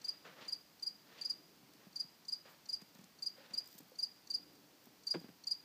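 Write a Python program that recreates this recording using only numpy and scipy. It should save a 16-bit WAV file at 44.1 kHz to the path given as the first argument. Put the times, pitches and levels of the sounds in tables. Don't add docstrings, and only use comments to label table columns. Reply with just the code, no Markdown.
import sys
import numpy as np
from scipy import signal
from scipy.fft import rfft, irfft
from scipy.io import wavfile

SR = 44100
rng = np.random.default_rng(int(sys.argv[2]) if len(sys.argv) > 2 else 0)


def undo_db(level):
    steps = np.asarray(level, float) / 20
    return 10 ** steps


def bounce(signal):
    frames = np.transpose(np.atleast_2d(signal))
    limited = np.clip(frames, -1, 1)
    pcm = np.round(limited * 32767).astype(np.int16)
    wavfile.write(sys.argv[1], SR, pcm)


N = 248724

# f/Hz, density/dB per Hz
HISS_SPECTRUM = [(18, -56), (30, -55), (43, -20.5), (182, -1), (284, -4), (505, -9), (728, -8), (1020, -9),
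                 (1140, -10.5), (1330, -11.5), (3780, -13.5), (4660, -10), (9680, -23), (13300, -17.5),
                 (15500, -13.5)]
# top t/s, peak level/dB, rise/s, fall/s (both over 20 dB)
DRONE_SWELLS = [
    (0.41, -74.5, 4.2, 1.5),
    (1.43, -70, 0.58, 0.79),
    (1.75, -78.5, 0.65, 0.55),
    (2.81, -76.5, 0.39, 0.92),
    (3.58, -76, 0.43, 0.78),
    (4.4, -68, 0.31, 1.6),
    (5.64, -85, 0.39, 1.0),
]
# f/Hz, density/dB per Hz
BRUSH_SPECTRUM = [(71, -35), (120, -3), (374, -8), (500, 0.5), (785, -5), (1800, -0.5), (2080, -4),
                  (4610, -8.5), (9000, -19.5), (11700, -61), (19800, -120)]
# top t/s, peak level/dB, brightness/dB, rise/s, fall/s (both over 20 dB)
BRUSH_STROKES = [(0.1, -65.5, -3, 0.27, 0.3), (0.255, -53, -35, 0.012, 0.13), (0.372, -60, -24, 0.019, .2),
                 (0.412, -58.5, 2.5, 0.0079, 0.12), (1.11, -63.5, -22, 0.093, 0.32),
                 (1.19, -65.5, 6, 0.087, 0.17), (1.836, -66.5, -9, 0.16, 0.055),
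                 (2.455, -59, -12, 0.0095, 0.2), (2.818, -65, -8, 0.057, .03), (2.99, -71.5, -1, .1, 0.17),
                 (3.385, -66.5, -22, .03, 0.25), (3.465, -66.5, -2, 0.18, .02), (3.508, -64, -6, .035, .2),
                 (3.8, -78, 2, 0.5, .08), (5.25, -67.5, -5, 0.23, 0.026),
                 (5.286, -60.5, -27, 0.0053, 0.012)]
# t/s, peak level/dB, lower band/dB
DRY_TICKS = [(1.736, -59.5, 3.5), (2.817, -57.5, 6), (2.8888, -62, 0), (2.948, -61.5, 4), (2.988, -61, 4),
             (3.013, -61, 5.5), (3.0407, -67, 13), (3.5924, -53, -3), (3.6426, -63, 3), (3.6574, -58, 1),
             (3.6735, -49, -5.5), (3.6874, -61, -3), (3.717, -58, -7), (3.7274, -63, -17),
             (3.7394, -64, -17), (3.7494, -63, -14), (3.7814, -49, -1), (3.788, -44, -4), (3.806, -58, 1),
             (3.8317, -56, -5), (3.8816, -58, -13), (3.8964, -57, -17), (4.5326, -61, -7), (4.5544, -63, 4),
             (4.8389, -60, -5), (4.8549, -56, -2), (4.8644, -63, -12), (5.2001, -60, -1),
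             (5.214, -65.5, 7.5)]
# t/s, peak level/dB, lower band/dB, length/ms
DRY_SHUFFLES = [
    (2.1, -77, 11, 14),
    (2.495, -62, -3, 70),
    (3.3, -76, 10, 12),
    (3.7, -61.5, -2, 200),
    (3.85, -72, -8, 120),
]
# t/s, peak level/dB, pitch f/Hz, brightness/dB
LIGHT_KNOCKS = [(0.248, -58, 440, -1), (0.405, -54.5, 228, -10), (1.628, -52.5, 139, -20),
                (1.865, -45, 198, -31), (2.041, -53, 168, -23), (2.45, -57.5, 550, -4),
                (2.667, -67, 186, 2), (2.817, -48.5, 197, -16), (2.951, -52.5, 198, -9),
                (2.987, -49, 188, -12.5), (3.009, -54, 232, -12), (3.035, -56, 196, -11),
                (3.379, -53, 532, -21), (3.4, -53, 563, -20), (3.505, -52, 203, -16),
                (3.532, -54, 235, -14), (3.604, -73, 215, -16), (3.748, -50, 201, -21),
                (3.8, -47.5, 275, -18), (3.819, -53.5, 157, -22), (3.915, -54, 510, -34),
                (4.867, -47, 242, -25)]
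# t/s, peak level/dB, pitch f/Hz, brightness/dB, T60/s
HEAVY_BUMP = [
    (5.138, -42.5, 565, -2.5, .054),
    (5.144, -31, 423, -14, 0.016),
    (5.152, -33, 334, -32, 0.049),
    (5.163, -43, 172, -20, 0.11),
    (5.185, -54, 190, -28, .09),
    (5.211, -48.5, 274, -18, 0.07),
    (5.24, -42, 229, -19, 0.043),
    (5.261, -56, 255, -14, 0.017),
    (5.286, -42, 234, -16, .027),
    (5.296, -45, 170, -27, 0.02),
]
# multiple of pitch, level/dB
WOOD_MODES = [(1.0, 0.5), (1.45, -10.5), (.55, -13.5), (2.9, -7.5)]
# delay/ms, level/dB
BOARD_ECHOES = [(11.1, -24), (13.96, -22), (16.33, -26), (18.45, -19), (24.84, -29), (28.89, -24),
                (34.91, -25), (55.96, -32), (65.4, -34), (83.6, -33), (104.3, -34), (119.9, -34.5),
                (136.2, -37), (151.7, -39)]
# t/s, peak level/dB, pitch f/Hz
FAINT_STROKES = [(0.0167, -60.5, 4590), (0.4517, -65, 4760), (0.797, -66, 4644), (1.1851, -69, 4533),
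                 (1.929, -68, 4600), (2.2523, -63, 4500), (2.6588, -60.5, 4630), (3.1892, -61.5, 4540),
                 (3.508, -70, 4707), (3.9564, -63.5, 4480), (4.273, -58.5, 4430), (5.036, -62, 4720),
                 (5.44, -57.5, 4700)]
# t/s, peak level/dB, pitch f/Hz, length/ms
MEDIUM_STROKES = [(0.0445, -38.5, 4775, 17), (0.4818, -39, 4770, 18.3), (0.8264, -37.0, 4790, 15),
                  (1.2125, -39, 4715, 17), (1.9593, -38, 4746, 16), (2.2836, -38.5, 4795, 16.4),
                  (2.6905, -37.5, 4780, 17.6), (3.2239, -37, 4770, 16), (3.537, -37, 4740, 14.9),
                  (3.9881, -36.5, 4725, 19.7), (4.3033, -35.5, 4730, 16), (5.0695, -34, 4684, 16),
                  (5.4712, -34, 4766, 15)]
FULL_STROKES = [(0.0836, -32.5, 4820, 15.7), (0.5233, -33, 4800, 14), (0.8661, -33, 4820, 16.6),
                (1.2501, -33, 4830, 14.6), (1.2973, -32, 4820, 16), (1.998, -33.5, 4813, 16.2),
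                (2.3231, -33, 4830, 17), (2.7288, -33, 4820, 18.2), (3.2624, -32.5, 4810, 16),
                (3.5763, -31.5, 4820, 15.0), (4.0279, -30.5, 4810, 15.6), (4.3413, -31, 4806, 17),
                (5.1067, -30, 4810, 16.2), (5.511, -29.5, 4805, 15.4)]
# share of length, pitch shift/%, tone level/dB
FAINT_COURSE = [(-.3, 4, -24), (.2, 1.6, -8), (.5, -1.5, -9), (1, .4, -18)]
MEDIUM_COURSE = [(-.25, 1, -40), (-.03, 1, -17), (.1, 1.1, -5), (.36, .6, -.5), (.56, 0, -2),
                 (.72, -2.1, -5), (.85, -3.6, -4), (.98, -4.2, -19), (1.5, -4.5, -45)]
FULL_COURSE = [(-.3, 0, -40), (0, .8, -12), (.17, 1.7, -4.5), (.55, 1.4, -1.5), (.85, -.7, -1),
               (.99, -2.3, -12), (1.08, -2.8, -8), (1.3, -3.5, -18), (2.2, -4, -50)]
# level/dB, share at top, share to -10 dB before, after
FAINT_PARTIALS = [(-57, .2, .6, .5), (-60, .2, .6, .5), (0, 0.28, 0.7, 0.71)]
MEDIUM_PARTIALS = [(-27, 0.36, 0.54, 1.4), (-30, 0.59, .22, 0.31), (-21.5, .0, 0.23, 1.8)]
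FULL_PARTIALS = [(-25, 0.39, 0.48, 0.53), (-36, 0.51, 0.66, .45), (-26.5, -0.19, 0.086, 2.4)]
# f/Hz, width/Hz, level/dB
WING_MODES = [(4434, 240, 8.5), (5940, 930, -2), (7630, 690, -4), (7770, 780, -4)]


def band(x, lo_hz, hi_hz):
    return signal.sosfilt(signal.butter(2, [lo_hz, min(hi_hz, .45 * SR)], "band", fs=SR, output="sos"), x)


def rms_one(x):
    return x / np.sqrt(np.mean(x ** 2) + 1e-20)


def resonance(x, hz, width_hz):
    r = np.exp(-np.pi * width_hz / SR)
    zeros = np.array([1, 0, -1]) * (1 - r * r) / 2
    return signal.lfilter(zeros, [1, -2 * r * np.cos(2 * np.pi * hz / SR), r * r], x)


def double_resonance(x, hz, width_hz):
    return resonance(resonance(x, hz, width_hz), hz, width_hz)


def drift(rate_hz):
    r = np.exp(-2 * np.pi * rate_hz / SR)
    return rms_one(signal.lfilter([1], [1, -2 * r, r * r], rng.standard_normal(N + SR))[SR:])


def coloured(x, spectrum):
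    hz, db = np.transpose(spectrum)
    grid_hz = np.maximum(np.arange(N // 2 + 1) * SR / N, 1)
    gain = undo_db(np.interp(np.log(grid_hz), np.log(hz), db))
    return rms_one(irfft(rfft(x) * gain, N))


def add(out, s, piece):
    i = max(round(s * SR), 0)
    out[i:i + len(piece)] += piece[:N - i]


def swell(at, db, top, rise, fall, power=1):
    side = np.where(at < top, max(rise, .003), max(fall, .003))
    return db - 20 / power * np.abs((at - top) / side) ** power


def hiss():
    return undo_db(-65) * coloured(rng.standard_normal(N), HISS_SPECTRUM)


def far_crickets():
    song = rms_one(double_resonance(rng.standard_normal(N), hz=4700, width_hz=310))
    return undo_db(-85.5 + 3.6 * drift(38)) * song


def drone():
    air, t = rng.standard_normal(N), np.arange(N) / SR
    hum = rms_one(double_resonance(air, 293.5, 54) + 0.54 * band(air, 152, 495))
    return sum(undo_db(swell(t, db, s, rise, fall)) for s, db, rise, fall in DRONE_SWELLS) * hum


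def brushing():
    t, level, bright = np.arange(N) / SR, np.zeros(N), np.zeros(N)
    for s, db, bright_db, rise, fall in BRUSH_STROKES:
        level += undo_db(swell(t, db, s, rise, fall))
        bright += undo_db(swell(t, db + bright_db, s, rise, fall))
    grains_per_s = 4000
    hits = rng.random(N) < grains_per_s / SR
    grains = hits * undo_db(rng.exponential(1, N)) * rng.choice([-1, 1], N)
    noise = undo_db(1.3 * drift(39)) * coloured(grains + 0.5 * rng.standard_normal(N), BRUSH_SPECTRUM)
    dull = signal.sosfilt(signal.butter(1, 2200, fs=SR, output="sos"), noise)
    return undo_db(2.0) * level * dull + undo_db(0.5) * bright * band(noise, 1730, 5650)


def ticks():
    tick_ms = 9.2
    high, low = np.zeros(N), np.zeros(N)
    for s, db, low_db, ms in [row + (tick_ms,) for row in DRY_TICKS] + DRY_SHUFFLES:
        burst = np.hanning(max(round(ms * SR / 1000), 8)) * undo_db(db - 7)
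        add(high, s - 0.31 * ms / 1000, burst)
        add(low, s - 0.36 * ms / 1000, burst * undo_db(low_db))
    grit = rng.standard_normal(N) * undo_db(3.2 * drift(400))
    bright_grit = rms_one(band(band(grit, 12400, 17000), 12400, 17000))
    return high * bright_grit + low * rms_one(band(grit, 3800, 8100))


def knocks():
    knock_t60_s, crack_t60_s = 0.043, 0.042
    lag_s = 0.00299
    out, t = np.zeros(N), np.arange(SR // 4) / SR
    blows = [row + (knock_t60_s,) for row in LIGHT_KNOCKS] + HEAVY_BUMP
    chance = rng.standard_normal((len(blows), len(WOOD_MODES)))
    crack = rms_one(band(rng.standard_normal(N), 250, 2420))
    for (s, db, hz, bright_db, t60_s), spread in zip(blows, chance):
        body = np.zeros(len(t))
        for (multiple, mode_db), c in zip(WOOD_MODES, spread):
            level_db = mode_db + 2 * c - 60 * t * multiple / max(t60_s, .01)
            body += undo_db(level_db) * np.sin(2 * np.pi * hz * multiple * t)
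        snap = undo_db(bright_db - 60 * t / crack_t60_s) * np.roll(crack, -round(s * SR))[:len(t)]
        add(out, s + lag_s, undo_db(db) * (body + snap) * np.clip(t / 0.001, 0, 1))
    return out


def surroundings(x):
    near_db, near_t60_s, far_db, far_t60_s = -13, 0.11, -29, 0.6
    t = np.arange(SR) / SR
    onset = np.clip((t - .008) / .01, 0, 1)
    near = rng.standard_normal(SR) * undo_db(-60 * t / near_t60_s) * onset
    far = rng.standard_normal(SR) * undo_db(-60 * t / far_t60_s) * onset
    far = far + undo_db(9) * resonance(far, hz=4915, width_hz=60)
    response = undo_db(near_db) * near / np.linalg.norm(near) + undo_db(far_db) * far / np.linalg.norm(far)
    for ms, db in BOARD_ECHOES:
        response[round(ms * SR / 1000)] += undo_db(db)
    return band(signal.fftconvolve(x, response)[:N], 90, 5850)


def wing_scrape():
    teeth = rng.standard_normal(N) * undo_db(2.2 * drift(500))
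    wing = np.zeros(N)
    for k, (hz, width_hz, db) in enumerate(WING_MODES):
        wing += (-1) ** k * undo_db(db) * double_resonance(teeth, hz, 1.4 * width_hz)
    return rms_one(wing)


def strokes(table, course, partials, wobble_db, half_db, catch_db):
    catch_width, release_at, release_db = 0.086, 0.91, -100
    half_at, half_width = 0.05, 0.094
    share, shift_pct, tone_db = np.transpose(course)
    tone, scrape = np.zeros(N), np.zeros(N)
    for (s, db, hz, ms), start in zip(table, rng.random(len(table))):
        at = np.arange(share[0], share[-1], 1000 / SR / ms)
        pitch_hz = hz * (1 + np.interp(at, share, shift_pct) / 100)
        phase = 2 * np.pi * (start + np.cumsum(pitch_hz) / SR)
        second, third, rasp = (undo_db(db + swell(at, *row, power=2)) for row in partials)
        second = second * undo_db(catch_db * np.exp(-((at - partials[1][1]) / catch_width) ** 2))
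        held = undo_db(release_db * np.maximum(at - release_at, 0))
        overtones = second * np.sin(2 * phase) + undo_db(3) * third * np.sin(3 * phase)
        half = undo_db(db + half_db) * np.exp(-((at - half_at) / half_width) ** 2) * np.sin(3 * phase / 2)
        wave = undo_db(db + np.interp(at, share, tone_db)) * np.sin(phase) + held * overtones + half
        begin_s = s + share[0] * ms / 1000
        add(tone, begin_s, np.sqrt(2) * wave)
        add(scrape, begin_s, rasp)
    return tone * undo_db(wobble_db * drift(220)) + undo_db(4.0) * scrape * wing_scrape()


def cricket():
    faint_ms = 7.5
    rows = [row + (faint_ms,) for row in FAINT_STROKES]
    faint = strokes(rows, FAINT_COURSE, FAINT_PARTIALS, wobble_db=3.0, half_db=-30, catch_db=0)
    medium = strokes(MEDIUM_STROKES, MEDIUM_COURSE, MEDIUM_PARTIALS, wobble_db=.8, half_db=-14, catch_db=-7)
    full = strokes(FULL_STROKES, FULL_COURSE, FULL_PARTIALS, wobble_db=.6, half_db=-25, catch_db=0)
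    return faint + medium + full


def scene():
    mic_low_hz = 135
    song, wood = cricket(), knocks()
    near = song + wood + surroundings(song + undo_db(-3) * wood) + ticks() + brushing()
    near = signal.sosfilt(signal.butter(6, mic_low_hz, "high", fs=SR, output="sos"), near)
    return (near + drone() + hiss() + far_crickets())[None]


def low_pass(x):
    return signal.sosfilt(signal.butter(12, 15650, fs=SR, output="sos"), x)


def record(dry):
    stop_hz = 15550
    mix = signal.sosfilt(signal.cheby2(24, 60, stop_hz, fs=SR, output="sos"), dry)
    return low_pass(mix)


dry = scene()
out = record(dry)
bounce(out)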